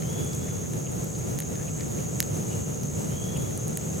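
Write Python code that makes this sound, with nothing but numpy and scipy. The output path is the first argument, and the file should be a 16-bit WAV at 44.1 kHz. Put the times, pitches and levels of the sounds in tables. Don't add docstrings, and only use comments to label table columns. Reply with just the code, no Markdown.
import sys
import numpy as np
from scipy import signal
from scipy.fft import rfft, irfft
from scipy.io import wavfile

SR = 44100
rng = np.random.default_rng(int(sys.argv[2]) if len(sys.argv) > 2 else 0)


def materialize(psi):
    bounded = np.clip(np.atleast_2d(psi).T, -1, 1)
    quanta = np.round(bounded * 32767).astype(np.int16)
    wavfile.write(sys.argv[1], SR, quanta)


N = 176400

BARK_WIDTH_HZ, SNAP_HZ, SNAP_WIDTH_HZ = 2300, 10500, 14000
# (frequency [Hz], width [Hz], gain [dB])
TRUNK_MODES = [(1850, 750, 1), (3000, 1100, -4.5), (4000, 1000, -5.5)]
# (time [s], wood knock [dB], bark ring [dB], ring pitch [Hz], snap [dB])
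BITES = [(0.0228, -9.5, -16, 6540, -30), (0.1316, -14, -12, 9500, -21), (0.2473, -30, -8, 9300, -25),
         (0.3332, -21, -7.5, 4970, -17), (.35, -28, -9, 9500, -22), (0.371, -32, -11, 9500, -28),
         (0.7356, -12, -11, 9100, -30), (.919, -30, -8, 9300, -32), (1.0439, -32, -6.5, 12200, -22),
         (1.1523, -27, -16, 4200, -32), (1.1884, -30, -15, 10000, -18), (1.3887, -6.5, -9, 12500, -8),
         (1.4032, -4, 3.5, 10500, -9), (1.423, -11, -15, 5030, -26), (1.5554, -10, -17, 5000, -26),
         (1.808, -10, -7.5, 5000, -24), (2.2036, 8.5, 8.5, 6160, 5.5), (2.2275, -4.5, -5, 5470, -10),
         (2.835, -27, -10, 5840, -15), (3.3736, -31, -8, 9700, -23), (3.422, -18, -13, 9500, -26),
         (3.5098, -13, -10, 9500, -24), (3.5765, -21, -4.5, 9400, -18), (3.681, -15.5, -4, 9900, -16),
         (3.7734, -6, 10, 9600, -18)]
def chewing(spread_s=.00019):
    f = freqs()
    wood = np.sqrt(sum((undb(db) * resonance(hz, width)) ** 2 for hz, width, db in TRUNK_MODES))
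    snap = resonance(SNAP_HZ, SNAP_WIDTH_HZ)
    spectrum = 0
    for time, knock_db, ring_db, ring_hz, snap_db in BITES:
        knock = 1j * undb(knock_db) * wood
        bright = np.hypot(undb(ring_db) * resonance(ring_hz, BARK_WIDTH_HZ), undb(snap_db) * snap)
        spectrum += (knock + bright * splinters()) * np.exp(-2j * np.pi * f * time)
    lag = spread_s * np.log(SNAP_HZ / 2 / (f + SNAP_HZ / 20))
    bites = irfft(spectrum * np.exp(-2j * np.pi * np.cumsum(lag) * SR / N), N)
    side = undb(-23) * signal.hilbert(bites).imag
    return stereo(bites, side) + undb(-15) * tail(bites, t60_s=.035)


def splinters(count=3, crack_db=-8, lag_s=.0003):
    lags, polarities = rng.standard_normal((2, count))
    cracks = sum(sign * np.exp(-2j * np.pi * freqs() * lag_s * abs(lag))
                 for lag, sign in zip(lags, np.sign(polarities)))
    return (1 + undb(crack_db) * cracks) / np.sqrt(1 + count * undb(crack_db) ** 2)


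# (middle time [s], length [s], pitch [Hz], level [dB])
JAW_SCRAPES = [(0.027, 0.035, 2150, -50), (0.486, 0.033, 1980, -52.5), (0.652, 0.048, 1800, -53),
               (0.868, 0.03, 2840, -46.5), (1.215, 0.022, 2240, -48), (1.59, 0.14, 1670, -54.5),
               (1.688, 0.028, 2600, -49.5), (1.81, 0.079, 2060, -51), (1.99, 0.028, 2400, -51),
               (2.525, 0.048, 2800, -50), (3.367, 0.035, 2850, -47)]
def scrapes(grains_per_s=900, width_hz=730):
    rubs = 0
    for middle, length, hz, db in JAW_SCRAPES:
        grains = rng.standard_normal(N) * (rng.random(N) < grains_per_s / SR)
        grit = unit(filtered(grains, resonance(hz, width_hz)))
        rubs += undb(db) * arch(middle - length / 2, length) * grit
    return rubs


def nibbles(ticks_per_s=18):
    larvae = 0
    for hz in (2300, 5200, 9600):
        ticks = rng.random(N) < ticks_per_s / SR / 3
        tick_db = -25 + 3 * np.minimum(rng.exponential(size=N), 2)
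        larvae += filtered(ticks * undb(tick_db), resonance(hz, BARK_WIDTH_HZ))
    return larvae


# (pitch [Hz], width [Hz], level [dB], wing strokes [1/s], pulse depth [0-1])
CHORUS = [(6480, 70, -50, 72.7, .6), (6440, 260, -46.5, 72.7, .6), (6310, 150, -50, 72.7, .3),
          (6720, 380, -46, 145.4, .5), (7065, 90, -53, 145.4, .4), (7205, 140, -53, 145.4, .4)]
def buzzers(waver_db=1.2):
    return sum(wing_ring(hz, width, side_db=-12.5) * strokes(rate, depth, drift=.0035)
               * undb(db + waver_db * walk(10)) for hz, width, db, rate, depth in CHORUS)


# (middle time [s], length [s], level [dB])
RASP_PHRASES = [(0.38, 0.29, -49), (1.09, .32, -52.5), (1.76, 0.3, -49), (2.2, .25, -48),
                (2.55, 0.23, -49.5), (2.992, 0.33, -48.5), (3.22, .13, -49), (3.82, .22, -49),
                (3.98, .14, -46.5)]
def rasper(swell_db=1.3, far_chorus_db=-57.5):
    phrases = sum(undb(db) * arch(middle - length / 2, length) for middle, length, db in RASP_PHRASES)
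    phrases *= undb(swell_db * walk(15))
    ring = wing_ring(hz=7720, width_hz=440, side_db=-9)
    pulses = strokes(rate_hz=86, depth=.49, drift=.0197)
    return ring * np.hypot(phrases * pulses, undb(far_chorus_db))


def wing_ring(hz, width_hz, side_db, wander_hz=25):
    ring = resonance(hz, width_hz)
    wing = stereo(unit(noise(ring)), undb(side_db) * unit(noise(ring)))
    wander = np.cumsum(wander_hz * walk(9)) / SR
    return (signal.hilbert(wing) * np.exp(2j * np.pi * wander)).real


def strokes(rate_hz, depth, drift):
    phase = np.cumsum(rate_hz * (1 + drift * walk(.74))) / SR + rng.random()
    return unit(1 - depth + depth * np.sin(np.pi * phase) ** 2)


# (time [s], length [s], start pitch [Hz], held pitch [Hz], relative level [dB])
WHISTLES = [(-.055, 0.69, 2946, 3432, -50), (2.47, 0.094, 2950, 3030, -50.5),
            (3.029, 0.46, 3014, 3405, -49.5)]
def birds(glide_s=.105, steadies_s=.27, swell_at_s=.04, swell_s=.28, held_share=.33):
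    t, quaver, song = np.arange(N) / SR, walk(68), 0
    for start, length, start_hz, held_hz, db in WHISTLES:
        hz = held_hz + (start_hz - held_hz) * np.exp(-((t - start) / glide_s) ** 2)
        unsteady = np.exp(-((t - start) / steadies_s) ** 4)
        hz *= 1 + .003 * quaver - .04 * abs(quaver) * unsteady
        swell = arch(start + swell_at_s, min(swell_s, length - swell_at_s))
        effort = held_share * np.sqrt(arch(start, length)) + (1 - held_share) * swell
        song += undb(db) * effort * np.sin(2 * np.pi * np.cumsum(hz) / SR)
    return undb(-2.5) * song + undb(3) * tail(song, t60_s=1.1)


# (frequency [Hz], density [dB per Hz])
WIND_MID = [(20, -90), (35, -89), (50, -75), (70, -62), (110, -52.5), (155, -53.5), (200, -58.5),
            (280, -67), (450, -66), (700, -76.5), (1120, -86), (1290, -82.5), (1520, -88), (2100, -88.5),
            (2500, -89), (4100, -91), (4700, -93.5), (5600, -85.5), (8500, -87.5), (9700, -87.5),
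            (12000, -90), (15500, -94.5)]
# (frequency [Hz], density [dB per Hz])
WIND_SIDE = [(20, -92), (50, -66), (100, -64.5), (150, -59.5), (250, -62.5), (450, -64), (700, -71),
             (1000, -77.5), (2000, -85.5), (3000, -90.5), (5000, -94.5), (9000, -92.5), (15500, -96)]
def wind(swell_db=1.19, drone_db=-44):
    bed = stereo(noise(curve(WIND_MID)), noise(curve(WIND_SIDE))) * np.sqrt(SR / 2)
    bed *= undb(swell_db * walk(8.7))
    drone = unit(noise(resonance(hz=153.2, width_hz=9)))
    return bed + undb(drone_db) * drone


def undb(db):
    return 10 ** (np.asarray(db) / 20)


def unit(x):
    return x / np.sqrt(np.mean(x ** 2) + 1e-20)


def freqs():
    return np.arange(N // 2 + 1) * SR / N + 1e-3


def curve(points):
    hz, db = np.array(points).T
    return undb(np.interp(np.log(freqs()), np.log(hz), db))


def resonance(hz, width_hz):
    f = freqs()
    return 1 / (1 + ((f / hz - hz / f) * hz / width_hz) ** 2)


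def filtered(x, gain):
    return irfft(rfft(x) * gain, N)


def noise(gain):
    return filtered(rng.standard_normal(N), gain)


def walk(rate_hz):
    return unit(noise(np.exp(-(freqs() / rate_hz) ** 2)))


def stereo(mid, side):
    return np.array([mid + side, mid - side])


def arch(start, length):
    return np.sin(np.pi * np.clip((np.arange(N) / SR - start) / length, 0, 1))


def tail(x, t60_s):
    fade = np.exp(-np.log(1000) * np.arange(N) / SR / t60_s)
    responses = [unit(fade * rng.standard_normal(N)) for _ in range(2)]
    return np.array([signal.fftconvolve(x, response)[:N] for response in responses]) / np.sqrt(N)


def scene():
    return chewing() + scrapes() + nibbles() + buzzers() + rasper() + birds() + wind()


# (frequency [Hz], left minus right [dB])
MIC_BALANCE = [(50, -6), (130, -0.6), (500, 1), (1200, 1.8), (3000, 0), (12000, -.5)]
def record(dry, top_hz=15900):
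    lean = np.sqrt(curve(MIC_BALANCE))
    pair = filtered(dry, np.array([lean, 1 / lean]))
    return signal.sosfilt(signal.ellip(8, .2, 70, top_hz, fs=SR, output="sos"), pair)


dry = scene()
out = record(dry)
materialize(out)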